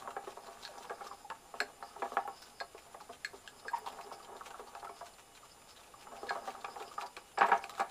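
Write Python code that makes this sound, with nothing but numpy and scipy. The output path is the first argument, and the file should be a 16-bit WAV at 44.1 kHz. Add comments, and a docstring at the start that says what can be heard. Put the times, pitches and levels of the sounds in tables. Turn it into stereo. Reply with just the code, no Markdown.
"""A brush handle stirs thick glue in a small glass bowl held on a tiled counter.
Friction and impacts excite the modes of the bowl: it rocks, knocks dully and skids on the tile,
while the handle rubs, ticks and squeaks on the glass. In the paste, threads snap and air pockets
resonate in pops and smacks. A small hard room reflects it all, over a soft hiss and the thin
whine of a camera motor."""
import sys
import numpy as np
from scipy import signal
from scipy.fft import rfft, irfft, next_fast_len
from scipy.io import wavfile

SR = 44100
rng = np.random.default_rng(int(sys.argv[2]) if len(sys.argv) > 2 else 0)


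def wrap_up_sound(samples):
    """Save the sound to the file named by the first command line argument, as 16-bit audio."""
    columns = np.atleast_2d(samples).T
    # keep every value between -1 and 1, then stretch to whole-number steps
    tamed = np.clip(columns, -1, 1)
    steps = np.round(tamed * 32767).astype(np.int16)
    wavfile.write(sys.argv[1], SR, steps)


N = 348390
T = np.arange(N) / SR
ANTIPHASE = np.array([[1], [-1]])   # added on the left, subtracted on the right


def from_db(db):
    """Amplitude ratio of a level in decibels."""
    return 10 ** (np.asarray(db) / 20)


def rms_one(x):
    """Normalisation to unit rms."""
    return x / np.sqrt(np.mean(x ** 2) + 1e-20)


def at_level(sound, db):
    """Normalisation of a transient by the rms of its first 30 ms."""
    head = sound[..., :round(.03 * SR)]
    return from_db(db) * sound / np.sqrt(np.mean(head ** 2) + 1e-20)


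def at_hz(points, hz):
    """Interpolation on a logarithmic frequency axis."""
    frequencies, values = np.transpose(points)
    return np.interp(np.log(hz), np.log(frequencies), values)


def add(track, s, sound):
    """Superposition of a sound on a track, starting at s seconds."""
    start = max(round(s * SR), 0)
    track[..., start:start + sound.shape[-1]] += sound[..., :N - start]


def band(x, low_hz, high_hz, order=3):
    """Causal band-pass filtering."""
    edges = [low_hz, min(high_hz, SR / 2 - 1000)]
    return signal.sosfilt(signal.butter(order, edges, "band", fs=SR, output="sos"), x + 1e-18)


def coloured(x, spectrum):
    """Spectral shaping, normalised to unit rms."""
    size = next_fast_len(N)
    hz = np.arange(size // 2 + 1) * SR / size + 1e-3
    shaped = rfft(x, size) * from_db(at_hz(spectrum, hz))
    return rms_one(irfft(shaped, size)[..., :N])


def drift(per_s):
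    """Random modulation: straight lines join normally distributed values."""
    return np.interp(T * per_s, np.arange(N // 20), rng.standard_normal(N // 20))


def swell(t, rise_s):
    """Critically damped envelope, peaking at 1 after rise_s."""
    u = t / max(rise_s, .0002)
    return u * np.exp(1 - u)


def grains(per_s, spread_db, size):
    """Shot noise: random impulses of uneven height."""
    heights = from_db(spread_db * np.minimum(rng.exponential(1, size), 4)) * rng.choice([-1, 1], size)
    return heights * (rng.random(size) < per_s / SR)


def now_and_then(per_s):
    """Jittered timing, one event per interval: (time [s], random value [0-1])."""
    offsets, chances = rng.random((100, 2)).T
    times = (np.arange(100) + offsets) / per_s
    return [(s, chance) for s, chance in zip(times, chances) if s < T[-1]]


def ring(force, modes, spread_db=0):
    """Modal superposition: a force drives damped resonators whose gains may vary at random."""
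    out = 0
    for hz, db, t60 in modes:
        radius, angle = np.exp(-np.log(1000) / (t60 * SR)), 2 * np.pi * hz / SR
        feedback = [1, -2 * radius * np.cos(angle), radius ** 2]
        gain = from_db(db + spread_db * rng.standard_normal())
        out = out + gain * signal.lfilter([1, 0, -1], feedback, force + 1e-18)
    return out


def diffuse(t, t60, apart_hz):
    """A decaying diffuse field at two close points is coherent only in the bass."""
    mid, side = rng.standard_normal((2, len(t)))
    side = signal.lfilter(*signal.butter(1, apart_hz, "high", fs=SR), side)
    onset = np.clip(t / 0.0023 - .5, 0, 1)
    tail = np.array([mid + side, mid - side]) * np.exp(-np.log(1000) * t / t60) * onset
    return tail / np.linalg.norm(tail[0])


# Modes of bowl and counter together: (frequency [Hz], gain [dB], T60 [s])
BOWL_MODES = [(240.5, -4.5, 0.08), (408.5, -7, 0.057), (479, -10.5, 0.048), (575.5, -6, 0.048),
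              (698, -6.5, 0.11), (802.7, 0, 0.094), (838, -8, 0.075), (932.6, -6, 0.1), (1125, 1.5, 0.035),
              (1257, -0.5, 0.033), (1456, -11.5, 0.07), (1557, -9.5, 0.024), (1667, 2, 0.029),
              (1990, -12, 0.041), (2254, -10.5, 0.083)]
BOWL_DETUNE = .022   # scale of the fractional shift in frequency


def loaded_modes():
    """Loading: the shifting grip and paste move each mode of the bowl a little."""
    return [(hz * (1 + BOWL_DETUNE * rng.uniform(-1.7, 1.7)), db, t60) for hz, db, t60 in BOWL_MODES]


# Strength of the stirring: (time [s], level [dB])
EFFORT = [(0.0, -48.5), (0.17, -56.5), (0.31, -54), (1.03, -52), (1.12, -51.5), (1.3, -68), (1.54, -57),
          (1.93, -59.5), (2.18, -55), (2.4, -60), (2.7, -69.5), (2.84, -63.5), (3.45, -63), (3.72, -54),
          (3.87, -51), (4.82, -57), (5.15, -63.5), (5.99, -63), (6.14, -51), (6.25, -49), (6.36, -50),
          (6.91, -53.5), (7.13, -65.5), (7.41, -61.5), (7.57, -43), (7.64, -61), (7.8, -46.5), (7.9, -56)]


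def effort(s):
    """The driving level of the hand at a time, in dB."""
    return np.interp(s, *np.transpose(EFFORT))


def rubbing(slips_per_s=600, pops_per_s=110, pop_cycles=14):
    """Frictional excitation: the dragged handle shakes the bowl's modes and frees tiny air pockets."""
    grip = from_db(effort(T) + 1.5 * drift(35))
    slips = np.array([grains(slips_per_s, 3.75, N), grains(slips_per_s, 4.2, N)])
    # Modes come and go as the tip travels, and waver in pitch as the load shifts.
    shaken = sum(ring(slips * from_db(2.0 * drift(22)), [mode]) for mode in BOWL_MODES)
    warped_time = (T + np.cumsum(BOWL_DETUNE * drift(45)) / SR) % T[-1]
    mid = rms_one(band(np.interp(warped_time, T, shaken[0]), 250, 1270))
    side = rms_one(band(np.interp(warped_time, T, shaken[1]), 600, 1270))
    bowl = mid + from_db(-5.5) * side * ANTIPHASE
    pitches = np.geomspace(420, 1450, 14)
    tiny_pops = sum(ring(grains(pops_per_s / len(pitches), 2.6, N), [(hz, 0, pop_cycles / hz)])
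                    for hz in pitches)
    return grip * (from_db(-3.5) * bowl + from_db(-9.5) * rms_one(tiny_pops))


def swish(s, usual_db=-66.5, usual_effort_db=-54.5):
    """Power law: the level of the paste follows 0.4 dB for each dB of effort."""
    return usual_db + 0.4 * (effort(s) - usual_effort_db)


def small_pockets(per_s=4.0, low_hz=2200, high_hz=5100, tear_s=0.0042):
    """Cavities of random resonance give faint smacks that grow with the swish; rows as in SMACKS."""
    return [(s, swish(s) - 0.5, low_hz * (high_hz / low_hz) ** chance, tear_s)
            for s, chance in now_and_then(per_s)]


# Colour of the snapping paste: (frequency [Hz], gain [dB])
PASTE_SPECTRUM = [(1200, 18.5), (2000, 1.5), (3000, 5.5), (4200, 2.5), (5100, -1), (6000, 2), (8000, 0),
                  (11000, -11.5), (15000, -6)]
# Large pockets tear from the bristles: (time [s], level [dB], resonance [Hz], rise time [s])
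SMACKS = [(0.103, -62, 2520, 0.0045), (0.306, -74, 3900, 0.002), (0.458, -63.5, 4170, 0.0073),
          (0.607, -63, 5000, 0.0088), (0.626, -57.5, 3980, 0.0076), (0.658, -64, 3940, 0.0053),
          (0.675, -61, 2600, 0.0017), (0.775, -63, 5470, 0.0083), (1.065, -61, 5200, 0.0078),
          (2.418, -59, 5300, 0.0061), (2.774, -61, 2430, 0.0073), (3.007, -65, 4570, 0.0034),
          (3.123, -62.5, 3120, 0.011), (3.859, -59.5, 3780, 0.0022), (3.864, -56, 3270, 0.011),
          (3.921, -66, 2550, 0.0042), (4.006, -60.5, 2450, 0.0037), (4.119, -60.5, 5100, 0.007),
          (4.246, -65.5, 3080, 0.0015), (4.456, -59.5, 2550, 0.0056), (4.505, -62, 2620, 0.0028),
          (4.596, -68.5, 2680, 0.0023), (4.843, -62.5, 2300, 0.0052), (5.18, -65.5, 2380, 0.0067),
          (5.343, -65, 3980, 0.0081), (5.368, -64, 2570, 0.0056), (5.681, -63.5, 5060, 0.015),
          (5.757, -64, 3850, .012), (5.83, -67.5, 2500, .005), (6.008, -71, 5200, 0.0047),
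          (6.023, -63.5, 2400, 0.0065), (6.16, -63, 2600, .005), (6.502, -61, 2470, 0.0028),
          (6.796, -61, 3700, .006), (6.82, -58, 2500, 0.0034), (7.013, -57, 4230, 0.0055),
          (7.055, -61.5, 4830, 0.0056), (7.455, -54.5, 2400, 0.0088), (7.572, -62, 6000, 0.004),
          (7.697, -61.5, 3650, 0.0049)]


def paste(snaps_per_s=5000, pocket_t60=.004):
    """Rupture noise: sticky threads snap throughout, and in clumps that ring a tearing pocket."""
    snaps = rms_one(grains(snaps_per_s, 5.5, N)) * from_db(swish(T) + 0.5 + 5.5 * drift(30))
    pockets, t = np.zeros(N), T[:SR // 8]
    for s, db, hz, tear_s in SMACKS + small_pockets():
        tearing = grains(snaps_per_s, 7.1, len(t)) * swell(t, tear_s)
        add(snaps, s, at_level(tearing, db))
        add(pockets, s, at_level(ring(tearing, [(hz, 0, pocket_t60)]), db - 1.5))
    return np.std(snaps) * coloured(band(snaps, 1420, 17300, order=2), PASTE_SPECTRUM) + pockets


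# Bristles slide on the wet wall: (time [s], relative level [dB])
BRISTLE_LEVEL = [(0.0, -83), (0.9, -75), (1.4, -78), (2.2, -79), (2.55, -76), (3.4, -78), (3.6, -67.5),
                 (4.4, -81), (5.2, -79), (5.75, -74), (5.95, -74), (6.4, -73), (6.95, -70.5), (7.3, -77),
                 (7.9, -72)]


def bristles(slips_per_s=6000, hz=5080, t60=.005):
    """Sliding friction: dense, fine slips drive one damped resonance to a light, narrow hiss."""
    slips = grains(slips_per_s, 4.5, N)
    hiss = rms_one(band(ring(slips, [(hz, 0, t60)]), 4500, 5200, order=2))
    return hiss * from_db(np.interp(T, *np.transpose(BRISTLE_LEVEL)) + 0.5 + 6.5 * drift(25))


# Steady background noise: (frequency [Hz], relative spectral density [dB])
HISS_SPECTRUM = [(12, 3.5), (20, 6), (245, 0.5), (465, 3), (581, 0), (725, 1.5), (932, -13.5), (1380, -4.5),
                 (1500, -7.5), (2680, -5), (2920, -12.5), (3540, -6.5), (4700, -13.5), (5100, -12.5),
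                 (5500, -12.5), (9930, -8.5), (15500, -20)]
# Likeness of left and right, which shapes the antiphase noise: (frequency [Hz], likeness [0-1])
HISS_LIKENESS = [(30, 1), (100, 1), (500, 0.073), (1500, 0.66), (5000, 0.66), (14000, 0.96)]


def hiss(level_db=-63.0, side_db=3.5):
    """Partial coherence: room air and microphone hiss sum an in-phase and an antiphase noise."""
    mid, side = rng.standard_normal((2, N))
    side_spectrum = []
    for hz, db in HISS_SPECTRUM:
        likeness = np.clip(at_hz(HISS_LIKENESS, hz), 0, .98)
        side_spectrum.append((hz, db + 10 * np.log10((1 - likeness) / (1 + likeness))))
    side = from_db(side_db) * coloured(side, side_spectrum)
    return from_db(level_db) * (coloured(mid, HISS_SPECTRUM) + side * ANTIPHASE)


# Tones of the camera motor: (frequency [Hz])
WHINE_HZ = [2929, 6385, 7152, 8966, 9076, 9728, 9920, 10006]
# One row per tone: (left level [dB], right level [dB], phase lag of the right [rad], waver [rad])
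WHINE_TONES = [(-74.5, -80, -2, 0.43), (-100, -77, 0, 1.2), (-71, -76, -0.5, 1.1), (-75, -80, 2.5, .7),
               (-70, -76.5, 3.5, 1.4), (-73.5, -82, 3, 1.3), (-75, -81, -0.5, 1.2), (-73.5, -79.5, 2, 0.77)]
# Swell of the lowest tone: (time [s], gain [dB])
WHINE_SWELL = [(0.0, -1), (0.45, -7), (1.2, -4), (1.45, 2.5), (1.85, 5), (2.4, 5), (2.9, 2), (3.35, -3),
               (3.6, 4), (4.65, 0), (5.1, 4), (5.45, 5), (5.8, 3), (6.1, 6.5), (6.8, -1), (7.25, 7),
               (7.9, -2)]


def motor_whine(gain_db=0.5, flicker_db=3.0):
    """A line spectrum: the motor's tones waver under random phase and amplitude modulation."""
    out = np.zeros((2, N))
    for hz, (left_db, right_db, lag, waver) in zip(WHINE_HZ, WHINE_TONES):
        phase = 2 * np.pi * hz * T + waver * drift(70) + 2 * drift(19)
        db = gain_db + flicker_db * drift(30)
        if hz == WHINE_HZ[0]:
            db += np.interp(T, *np.transpose(WHINE_SWELL))
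        out += np.sqrt(2) * from_db([db + left_db, db + right_db]) * np.sin([phase, phase - lag])
    return out


# Air pockets open under the bristles: (time [s], frequency [Hz], level [dB])
POPS = [(0.036, 618, -55), (0.106, 1200, -53), (0.688, 588, -53), (1.008, 1276, -54), (1.066, 1200, -50),
        (1.111, 970, -50), (1.245, 796, -50), (1.908, 1190, -61), (1.987, 414, -54.5), (2.18, 760, -36.5),
        (2.251, 847, -43.5), (3.656, 465, -52), (3.812, 426, -57), (3.938, 448, -61.5), (4.055, 411, -54),
        (4.201, 1160, -58), (4.282, 393, -59), (4.411, 1274, -53.5), (4.509, 1480, -59.5),
        (4.543, 734, -55), (4.597, 419, -54), (4.87, 1330, -51.5), (5.018, 626, -53.5), (5.43, 1130, -59),
        (5.94, 1136, -56.5), (6.645, 1247, -48), (6.763, 723, -53), (6.803, 412, -48.5), (6.914, 1194, -53),
        (6.979, 1183, -40.5)]


def pops(rise_cycles=4.8, sag=0.07, sag_s=0.02, jitter=0.063):
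    """Cavity resonance: a round, wet tone swells and dies, sagging in pitch as the pocket widens."""
    out, t = np.zeros(N), T[:SR // 8]
    for s, hz, db in POPS:
        pitch = hz * (1 + sag * (np.exp(-t / sag_s) - .5) + jitter * drift(290)[:len(t)])
        tone = np.sin(2 * np.pi * np.cumsum(pitch) / SR)
        add(out, s, at_level(tone * swell(t, rise_cycles / hz), db))
    return out


def plop(t, hz, rise_s, fall=.5, fall_s=0.00771, ring_s=0.017):
    """A damped chirp: a short, wet plop that falls quickly in pitch with each knock."""
    pitch = hz * (1 - fall * (1 - np.exp(-t / fall_s)))
    tone = np.sin(2 * np.pi * np.cumsum(pitch) / SR)
    attack = 1 - np.exp(-t / max(0.031 * rise_s, .0002))
    return tone * attack * np.exp(-t / (ring_s + rise_s / 2))


def wobbles(per_s=2.7, thud_db=-4, rise_s=0.002):
    """Forced rocking: slight knocks that grow with the effort; rows as in KNOCKS."""
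    return [(s, effort(s) - 3, thud_db + 1.5 * (chance - .5), rise_s)
            for s, chance in now_and_then(per_s)]


# The bowl rocks on the tile: (time [s], level [dB], thud [dB re level], contact rise time [s])
KNOCKS = [(0.074, -43, -3.5, 0.0007), (0.165, -38.5, -6.5, 0.00099), (0.271, -46, 1, 0.0028),
          (0.371, -51.5, -1, 0.0015), (0.469, -51, -6.5, 0.017), (0.768, -54.5, -8, 0.0058),
          (0.843, -50.5, -8.5, 0.0012), (0.896, -46.5, -2, 0.0086), (0.907, -43, -4.5, 0.00022),
          (1.008, -46, -4.5, 0.0044), (1.111, -50.5, -14, 0.0067), (1.3005, -41, -15, 0.00017),
          (1.54, -48, -0.5, 0.00018), (1.606, -46.5, 6.5, 0.0025), (1.8255, -45, -14.5, 0.00015),
          (1.96, -50.5, -7.5, 0.0025), (2.02, -36, -4, 0.0028), (2.055, -46, -1, .001),
          (2.119, -47, 0, 0.00034), (2.169, -31.5, -12, 0.00012), (2.276, -43, -7, 0.001),
          (2.608, -42.5, -5, 0.0014), (2.745, -55.5, 4, .0015), (2.864, -61, -9.5, 0.00091),
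          (2.944, -49.5, -3, 0.0016), (3.003, -52.5, -12, 0.0033), (3.092, -50.5, 1.5, 0.0036),
          (3.332, -55, 4.5, 0.0044), (3.648, -51, -4.5, 0.0019), (3.986, -48, -12, 0.0023),
          (4.112, -47, -3, 0.0074), (4.285, -52.5, -5, 0.019), (4.35, -51, -4, 0.0071),
          (4.408, -50, -15.5, 0.0012), (4.506, -54, -3, 0.0027), (4.543, -50, -13.5, 0.00044),
          (4.593, -50, -2, 0.0018), (4.751, -47.5, -15, 0.0003), (4.825, -48.5, -8, 0.0022),
          (4.846, -48, -10, 0.0017), (4.891, -48, -3, 0.0018), (5.0095, -47.5, -8, 0.0023),
          (5.938, -60.5, -13.5, 0.0011), (6.069, -51.5, -19.5, 0.00028), (6.118, -52.5, -1, 0.0026),
          (6.23, -48.5, 5.5, 0.00055), (6.3065, -36.5, -5, 0.00047), (6.351, -41, -2.5, 0.0077),
          (6.474, -39.5, -3, 0.0034), (6.55, -51.5, -10.5, 0.0017), (6.681, -49, -7, 0.0017),
          (6.644, -43, -15, 0.0002), (6.759, -46, -8.5, 0.00029), (6.802, -46, -4.5, 0.0068),
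          (6.9795, -43, -12.5, 0.00012), (7.014, -43, -12.5, 0.015), (7.165, -50.5, -5, 0.0041),
          (7.375, -35, -6, 0.0061), (7.4088, -26.5, -15, 0.00097), (7.416, -30.5, -15, 0.00084),
          (7.429, -29, -14, 0.00037), (7.445, -38, -11, .001), (7.482, -33.5, -7.5, 0.011),
          (7.5165, -26, -13.5, 0.0016), (7.53, -33, -12.5, 0.00039), (7.641, -49.5, -5, 0.00036),
          (7.778, -47, -15, 0.0075), (7.7955, -33.5, -8, 0.0013), (7.806, -35.5, -14.5, 0.0015)]


def knocks(usual_db=-42.5, thud_lag_s=0.0009):
    """Impact excitation: the foot lands and rings bowl and counter; a stronger blow is brighter."""
    out, t = np.zeros((2, N)), T[:SR // 5]
    for s, db, thud_db, rise_s in list(KNOCKS) + wobbles():
        excess_db = db - usual_db
        edge_db = -9.0 + 0.19 * excess_db
        contact = rng.standard_normal(len(t)) * swell(t, rise_s)
        force = contact / np.linalg.norm(contact) + diffuse(t, t60=0.11, apart_hz=1010)
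        bowl = ring(force, loaded_modes(), spread_db=2.5)
        plop_hz = 1480 * 2 ** ((edge_db - thud_db) / 45)   # higher with a harder knock
        counter = band(force, 189, 275, order=2) * np.exp(-t / 0.03)
        thud = band(bowl, 302, 655)
        body = band(bowl, 633, 1300)
        edge = band(band(bowl, 1120, 5800), 1156, 1800, order=1) * np.exp(-t / 0.4)
        add(out, s, at_level(plop(t, plop_hz, rise_s), usual_db + 0.87 * excess_db - 7.0))
        add(out, s, at_level(counter, db - 23.0))
        add(out, s + thud_lag_s, at_level(thud, db + thud_db))
        add(out, s, at_level(body, db + 0.5))
        add(out, s, at_level(edge, db + edge_db))
    return out


# Modes of the glass wall, damped by the hand: (frequency [Hz], gain [dB], T60 [s])
GLASS_MODES = [(1644, 7.5, 0.094), (2040, -18, 0.045), (2420, -14, 0.037), (3720, -9, 0.027),
               (4270, 0, 0.071), (4760, -5.5, 0.024), (5100, -6.5, 0.014), (6440, 6, 0.0071),
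               (6860, -12, 0.029), (7640, 4.5, 0.11), (11650, -11, .025)]
# The handle taps the glass: (time [s], level [dB], middle band gain [dB], top band gain [dB],
# freedom to ring [0-1], clack frequency [Hz], clack gain [dB])
TICKS = [(0.651, -50, 7, -16, 0.65, 4120, 8.5), (0.897, -45.5, -18, -18, 0.9, 2200, -6),
         (1.3011, -48, -3.5, -11, 0.35, 2660, 0), (1.603, -32.5, 1, -11, 0.47, 1930, -7),
         (2.1696, -50, -12, -25, 0.26, 1350, 8), (2.6021, -43.5, 5, -24, 0.87, 1940, -3),
         (3.247, -37, 0, -10, 0.47, 2140, -2), (3.476, -49, -2, -9, 0.62, 2970, 1),
         (3.682, -40.5, -6.5, -19, 0.9, 1660, -13), (4.75, -60, 5, -14, 0.25, 2590, 4),
         (6.293, -43, 5.5, -13, 0.8, 2150, -4), (6.6468, -53, 1, -17, 0.36, 2450, 9),
         (7.011, -55, -13, -3, 0.3, 2430, 8.5), (7.167, -51.5, 5, -6, 0.26, 2460, 6.5),
         (7.386, -48.5, 7, -7, 0.55, 2430, -7), (7.487, -50.5, -8, -2.5, 0.3, 2700, -8),
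         (7.6403, -54.5, 6, -2, 0.3, 2440, 12.5), (7.695, -56, 6, 2, 0.1, 1180, 13),
         (7.751, -59, 4, -8, 0.1, 1290, 6), (7.801, -53.5, 8, 3.5, 0.25, 2370, 5)]


def ticks(detune=0.0067, touch_s=0.00067, clack_t60=0.011):
    """Contact damping: a tap rings handle and glass, but the glass only clicks if pressed on."""
    out, t = np.zeros((2, N)), T[:SR // 6]
    for s, db, middle_db, top_db, freedom, clack_hz, clack_db in TICKS:
        decay_scale = np.clip(freedom, .15, 1) ** 2
        modes = [(hz * (1 + detune * rng.standard_normal()), mode_db, t60 * decay_scale)
                 for hz, mode_db, t60 in GLASS_MODES]
        # The tip skids as it lands, more when it is pressed.
        skid = 0.22 * (1.1 - freedom) * rng.standard_normal(len(t)) * swell(t, touch_s)
        force = signal.unit_impulse(len(t)) + skid + diffuse(t, t60=0.088, apart_hz=900)
        glass = ring(force, modes, spread_db=3.0)
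        handle = ring(force, [(clack_hz, 0, clack_t60)])
        clack = band(handle, clack_hz / 2, clack_hz * 2, order=2) * np.exp(-t / 0.068)
        add(out, s, at_level(clack, db + clack_db - 5.5))
        add(out, s, at_level(band(glass, 1160, 3300), db - 2.0))
        add(out, s, at_level(band(glass, 3800, 5400), db + middle_db - 8.5))
        add(out, s, at_level(band(glass, 7070, 20000), db + top_db - 6.0))
    return out


# Single threads of glue break: (time [s], relative level [dB])
THREAD_SNAPS = [(1.068, -35), (2.142, -35), (2.2747, -31), (2.4194, -33), (3.713, -35), (3.7848, -27),
                (3.9225, -35), (7.0165, -39), (7.4664, -39), (7.6954, -32)]


def thread_snaps():
    """Sudden release of tension: each thread gives one impulse, heard as a fine, bright tick."""
    impulses = np.zeros(N)
    for s, db in THREAD_SNAPS:
        impulses[int(s * SR)] = from_db(db + 1.0)
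    return band(impulses, 9000, 15500, order=2)


# The handle squeaks on wet glass:
# (time [s], duration [s], frequency [Hz], level [dB], overtones [dB re level], roughness [0-1])
SQUEAKS = [(3.7325, 0.021, 920, -26.5, -21.5, 0.32), (3.752, 0.047, 907, -43, -13, 0.5),
           (3.861, 0.028, 918, -37, -24, 0.77), (3.887, 0.051, 884, -49.5, -18, 0.82),
           (6.286, 0.036, 1622, -38, -20, 0.4)]


def squeaks(glide=0.057, jitter=0.15, rasp_rad=0.43, flutter=0.96):
    """Stick-slip oscillation: a slightly falling, raspy tone that stutters and blurs when rough."""
    out = np.zeros(N)
    for s, length_s, hz, db, overtones_db, roughness in SQUEAKS:
        size = round(length_s * SR)
        progress = np.linspace(0, 1, size)
        pitch = hz * (1 - glide * (progress - .5) + jitter * roughness * drift(567)[:size])
        phase = 2 * np.pi * np.cumsum(pitch) / SR
        overtones = sum(np.sin(k * (phase + rasp_rad * drift(724)[:size])) / (k - 1) ** 2
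                        for k in range(2, 5))
        tone = np.sin(phase) + from_db(overtones_db) * overtones
        stutter = rms_one(1 + flutter * roughness * drift(350)[:size])
        arch = np.sqrt(np.abs(np.sin(np.pi * progress)))
        add(out, s, from_db(db) * tone * stutter * arch)
    return out


# The bowl skids after a heavy knock: (time [s], level [dB], rise time [s], decay time [s])
SKIDS = [(7.374, -39.5, 0.0011, 0.035), (7.412, -31.5, 0.0021, 0.022), (7.521, -39, 0.0022, 0.039),
         (7.796, -45.5, 0.0024, 0.023)]


def skids(slips_per_s=1500, grit_db=-11.0):
    """Dry friction: gritty slips on the tile shake the bowl's modes and rasp until it comes to rest."""
    out, t = np.zeros((2, N)), T[:SR // 3]
    for s, db, rise_s, decay_s in SKIDS:
        attack, decay = 1 - np.exp(-t / rise_s), np.exp(-t / decay_s)
        slips = np.array([grains(slips_per_s, 3.0, len(t)) for _ in range(3)]) * attack * decay
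        force = slips[0] + .5 * slips[1:]   # partly alike on the two sides
        bowl = band(ring(force, loaded_modes()), 317, 2250, order=2)
        grit = band(force, 1500, 2700, order=4) * decay
        add(out, s, at_level(bowl, db))
        add(out, s, at_level(grit, db + grit_db))
    return out


# Reflections from nearby hard surfaces: (delay [s], left gain [dB], right gain [dB])
REFLECTIONS = [(.0066, -48, -28.5), (0.0098, -28, -12.5), (0.0156, -38, -18)]


def room(x, tail_db, tail_t60):
    """Convolution with an impulse response: direct sound, early reflections and a diffuse tail."""
    response = from_db(tail_db) * diffuse(T[:SR // 2], tail_t60, apart_hz=600)
    response[:, 0] += 1
    for delay_s, left_db, right_db in REFLECTIONS:
        response[:, round(delay_s * SR)] += from_db([left_db, right_db])
    return signal.fftconvolve(np.atleast_2d(x), response, axes=1)[:, :N]


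def placed(x, left_db, lag_s):
    """Localisation by level and time: the left is left_db above the right, which lags by lag_s."""
    left = x[0] * from_db(left_db / 2)
    right = np.interp(T - lag_s, T, x[1]) * from_db(-left_db / 2)
    return np.array([left, right])


def scene():
    """Superposition: bowl, glass and glue reverberate in the room, over the hiss and the whine."""
    bowl = room(knocks() + skids() + rubbing() + squeaks() + pops(), tail_db=-9.5, tail_t60=0.27)
    bowl += 0.28 * band(bowl, 1010, 2130, order=1) * ANTIPHASE   # upper modes radiate to the left
    glass = room(ticks(), tail_db=-12.0, tail_t60=0.22)
    glue = room(paste() + bristles() + thread_snaps(), tail_db=-1.0, tail_t60=0.056)
    return (placed(bowl, left_db=-0.2, lag_s=.00002)
            + placed(glass, left_db=1.5, lag_s=.000023)
            + placed(glue, left_db=-1.0, lag_s=.000023)
            + hiss() + motor_whine())


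def record(dry):
    """Band limiting: a steep elliptic low-pass removes the treble above 15.3 kHz."""
    return signal.sosfilt(signal.ellip(10, .1, 70, 15300, fs=SR, output="sos"), dry)


dry = scene()
out = record(dry)
wrap_up_sound(out)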